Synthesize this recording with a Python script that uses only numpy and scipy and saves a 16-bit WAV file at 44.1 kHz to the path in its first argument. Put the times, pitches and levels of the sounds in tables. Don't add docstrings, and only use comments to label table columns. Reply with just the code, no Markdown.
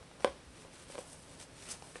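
import sys
import numpy as np
from scipy import signal
from scipy.fft import rfft, irfft
from scipy.io import wavfile

SR = 44100
rng = np.random.default_rng(int(sys.argv[2]) if len(sys.argv) > 2 else 0)


def wav_record(signal):
    frames = np.transpose(np.atleast_2d(signal))
    bounded = np.clip(frames, -1, 1)
    quanta = np.round(bounded * 32767).astype(np.int16)
    wavfile.write(sys.argv[1], SR, quanta)


N = 88200
TIME = np.arange(N) / SR

# (pitch [Hz], level [dB], time to fade by 60 dB [s])
SHOE_TONES = [(225, -15, 0.027), (376, -38, .05), (537, -15, 0.057), (561, -4, 0.042), (739, -14.5, 0.043),
              (996, -1, 0.0061), (1540, -13.5, 0.013), (2060, -16.5, 0.009), (2360, -17, 0.013),
              (3067, -9.5, .005), (4510, -11, 0.0025), (5130, -29, 0.015), (6700, -22.5, 0.0062),
              (8530, -13, 0.0024)]


def from_db(db):
    return 10 ** (np.asarray(db) / 20)


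def rms_one(x):
    return x / np.sqrt(np.mean(x ** 2) + 1e-20)


def at_hz(points, hz, column=1):
    table = np.array(points)
    return np.interp(np.log(hz), np.log(table[:, 0]), table[:, column])


def coloured(x, spectrum, tilt_db=0):
    hz = np.maximum(np.fft.rfftfreq(N, 1 / SR), 1)
    octaves = np.log2(np.maximum(hz, spectrum[0][0]))
    gain = from_db(at_hz(spectrum, hz) + tilt_db * octaves)
    return rms_one(irfft(rfft(x) * gain, N))


def soften(x, hz, order=1, kind="low"):
    sections = signal.butter(order, min(hz, SR / 2 - 1), kind, fs=SR, output="sos")
    return signal.sosfilt(sections, x + 1e-18)


def drift(hz):
    return rms_one(soften(rng.standard_normal(2 * N), hz, order=2)[N:])


def swell(peak_s, rise_s, fall_s, db):
    away = np.maximum((peak_s - TIME) / rise_s, (TIME - peak_s) / fall_s)
    return from_db(db - 8.5 * away ** 1.72)


def ring(force, tones):
    sound = np.zeros(N)
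    for hz, db, fade_s in tones:
        decay = from_db(-60 / (fade_s * SR))
        angle = 2 * np.pi * hz / SR
        feedback = [1, -2 * decay * np.cos(angle), decay * decay]
        sound += from_db(db) * signal.lfilter([0, np.sin(angle)], feedback, force + 1e-18)
    return sound


def blows(hits, tones):
    crunch_share, crunch_s = 0.062, 0.0018
    force = np.zeros(N)
    for start_s, db, brightness_hz in hits:
        click = signal.unit_impulse(N, int(start_s * SR))
        fading = signal.lfilter([1], [1, -np.exp(-1 / (crunch_s * SR))], click + 1e-18)
        crunch = soften(crunch_share * fading * rng.standard_normal(N), hz=1000, order=2, kind="high")
        force += from_db(db) * soften(click + crunch, brightness_hz)
    return soften(ring(force, tones), hz=248.4, order=4, kind="high")


def grains():
    catches_per_s, judder_db, judder_hz = 14000, 2, 116
    sizes = from_db(-0.5 * np.minimum(rng.exponential(1, N), 4))
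    signs = rng.choice([-1, 1], N)
    caught = rng.random(N) < catches_per_s / SR
    return sizes * signs * caught * from_db(judder_db * drift(judder_hz))


def background():
    # (pitch [Hz], level [dB], waver [dB])
    hum_tones = [(60, -73.5, 4), (162.6, -69, 3.5)]
    # (frequency [Hz], level [dB])
    air_colour = [(15, -39), (25, -3), (151, 0.5), (205, -4), (279, -1.5), (317, -6), (572, -5), (702, -10),
                  (1860, -14), (6210, -20), (7440, -20), (8030, -19.5), (9610, -21.5), (10400, -21.5),
                  (11500, -29.5), (15000, -49), (22000, -120)]
    hum = 0
    for hz, db, waver_db in hum_tones:
        waver = from_db(waver_db * np.tanh(drift(hz=1.9)))
        tone = np.sin(2 * np.pi * (hz * TIME + rng.random()))
        hum += from_db(db) * rms_one(waver * tone)
    return hum + from_db(-56.5) * coloured(rng.standard_normal(N), air_colour)


def rumble():
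    # (peak time [s], rise [s], fall [s], level [dB])
    swells = [(0.29, 0.11, 0.086, -61), (0.49, 0.046, .05, -60)]
    # (frequency [Hz], level [dB])
    colour = [(35, -28), (52, -10), (62, 8), (75, -3), (110, -14), (250, -66)]
    return sum(swell(*row) for row in swells) * coloured(rng.standard_normal(N), colour)


def room_echo(sound):
    # (delay [s], level [dB])
    bounces = [(.0098, -18.5), (.0158, -21.5), (0.0267, -26.5), (.0305, -17)]
    # (frequency [Hz], level [dB], time to fade by 60 dB [s])
    wash = [(151, -24, 0.27), (279, -11, 0.31), (500, -13, 0.21), (1210, -9.5, 0.24), (3130, -9.5, 0.23),
            (6304, -8, 0.48), (11120, -9.5, 0.051)]
    t, tail = TIME[:SR // 2], 0
    onset = 1 - np.exp(-(t / 0.0027) ** 2)
    edges_hz = np.geomspace(100, 12800, 8)
    for low, high in zip(edges_hz, edges_hz[1:]):
        hz = np.sqrt(low * high)
        band_filter = signal.butter(2, [low, high], "band", fs=SR, output="sos")
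        noise = signal.sosfilt(band_filter, rng.standard_normal(len(t)))
        fade = from_db(-60 * t / at_hz(wash, hz, column=2))
        band_share = np.sqrt(2 * (high - low) / SR / len(t))
        tail += rms_one(noise * fade * onset) * from_db(at_hz(wash, hz)) * band_share
    echoes = sum(from_db(db) * np.interp(TIME - delay, TIME, sound, left=0) for delay, db in bounces)
    return soften(echoes, hz=4230) + signal.fftconvolve(sound, tail)[:N]


def handling():
    # (peak time [s], rise [s], fall [s], level [dB])
    rubs = [(0.66, .02, .03, -59), (1.04, 0.035, 0.057, -61), (1.135, 0.025, 0.038, -58.5),
            (1.32, 0.07, 0.061, -63), (1.745, 0.015, 0.017, -51.5), (1.87, 0.062, 0.023, -59)]
    # (frequency [Hz], level [dB])
    colour = [(120, -1), (220, 2.5), (380, -9), (550, 1.5), (750, -0.5), (1050, -3.5), (1600, -14),
              (3000, -24.5)]
    return sum(swell(*row) for row in rubs) * coloured(grains(), colour)


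def tip_ticks():
    # (time [s], level [dB], brightness [Hz])
    touches = [(0.028, -46, 3000), (0.1135, -42.5, 3500), (0.206, -42, 14000), (1.8236, -36.5, 9000)]
    # (pitch [Hz], level [dB], time to fade by 60 dB [s])
    tip_tones = [(810, -1.5, .012), (1290, -4, 0.0054), (2700, -7, 0.0057), (4100, -6, 0.0035),
                 (5500, -5, .003)]
    return blows(touches, tip_tones)


def edge_tap():
    # (time [s], level [dB], brightness [Hz])
    tap = [(1.957, -27.5, 990)]
    # (pitch [Hz], level [dB], time to fade by 60 dB [s])
    edge_tones = [(502, -12.5, 0.034), (774, -9, 0.014), (1170, -9.5, 0.0077), (1790, -1.5, 0.02),
                  (2310, -6, 0.011)]
    return blows(tap, edge_tones)


def shoe_knocks():
    # (time [s], level [dB], brightness [Hz])
    hits = [(0.199, -48, 1490), (0.246, -13, 10800), (0.650, -43.5, 1490), (0.900, -38, 600),
            (0.944, -44, 1500), (0.9495, -42, 3500), (0.9545, -35, 7000), (0.9805, -32.5, 6000),
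            (0.9867, -29, 920)]
    return blows(hits, SHOE_TONES)


def scraping():
    # (peak time [s], rise [s], fall [s], level [dB], treble tilt [dB per octave])
    strokes = [(0.214, 0.02, 0.12, -53.5, -3.5), (0.61, 0.064, 0.037, -56.5, -2),
               (0.743, .025, 0.049, -57, -1.5), (0.81, 0.037, 0.046, -56, -1),
               (0.919, .04, 0.049, -52.5, -1), (0.994, 0.024, 0.032, -50.5, 1),
               (1.135, 0.097, 0.024, -55, 4), (1.22, 0.093, 0.045, -60.5, 4),
               (1.33, 0.073, 0.053, -58.5, 0), (1.42, 0.03, 0.019, -49, 0.6),
               (1.632, 0.081, 0.06, -53, -.5), (1.707, 0.043, .045, -47, -0.5),
               (1.868, 0.08, 0.12, -58, 2.5), (1.966, 0.018, 0.029, -51.5, -2.5)]
    # (frequency [Hz], level [dB])
    colour = [(300, -3), (550, -3.5), (1050, -4), (1700, -4), (2800, -2.5), (4200, -4.5), (5600, -4),
              (7000, -1.5), (8800, 0), (10500, -4.5), (12000, -16)]
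    # (peak time [s], rise [s], fall [s], level [dB])
    bites = [(1.716, 0.017, 0.0065, -40), (1.7255, 0.0062, 0.0018, -43.5)]
    # (pitch [Hz], level [dB], time to fade by 60 dB [s])
    blade_tones = [(5250, -2, 0.0053), (6140, 1, 0.004), (7140, -3, 0.0037), (7940, 0, 0.0035),
                   (9000, 0, 0.0026), (9500, 1.5, 0.0027)]
    rasp = sum(swell(*stroke) * coloured(grains(), colour, tilt_db) for *stroke, tilt_db in strokes)
    shoe_body = rms_one(ring(rasp, SHOE_TONES)) * np.std(rasp) * from_db(-19.5)
    scrape = soften(rasp + shoe_body, hz=334, order=2, kind="high")
    blade_ring = sum(ring(grains(), [tone]) for tone in blade_tones)
    hiss = rms_one(soften(blade_ring, hz=3900, order=2, kind="high"))
    return scrape + hiss * sum(swell(*bite) for bite in bites)


def scene():
    work = shoe_knocks() + tip_ticks() + edge_tap() + scraping() + handling()
    return (work + room_echo(work) + background() + rumble())[None]


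def record(dry):
    # (frequency [Hz], width [Hz])
    dips = [(6680, 290), (7430, 260)]
    for hz, width_hz in dips:
        dry = signal.lfilter(*signal.iirnotch(hz, hz / width_hz, fs=SR), dry)
    dry = soften(dry, hz=11120, order=8)
    steep_cut = signal.ellip(10, .2, 80, 12460, fs=SR, output="sos")
    return signal.sosfilt(steep_cut, dry)


dry = scene()
out = record(dry)
wav_record(out)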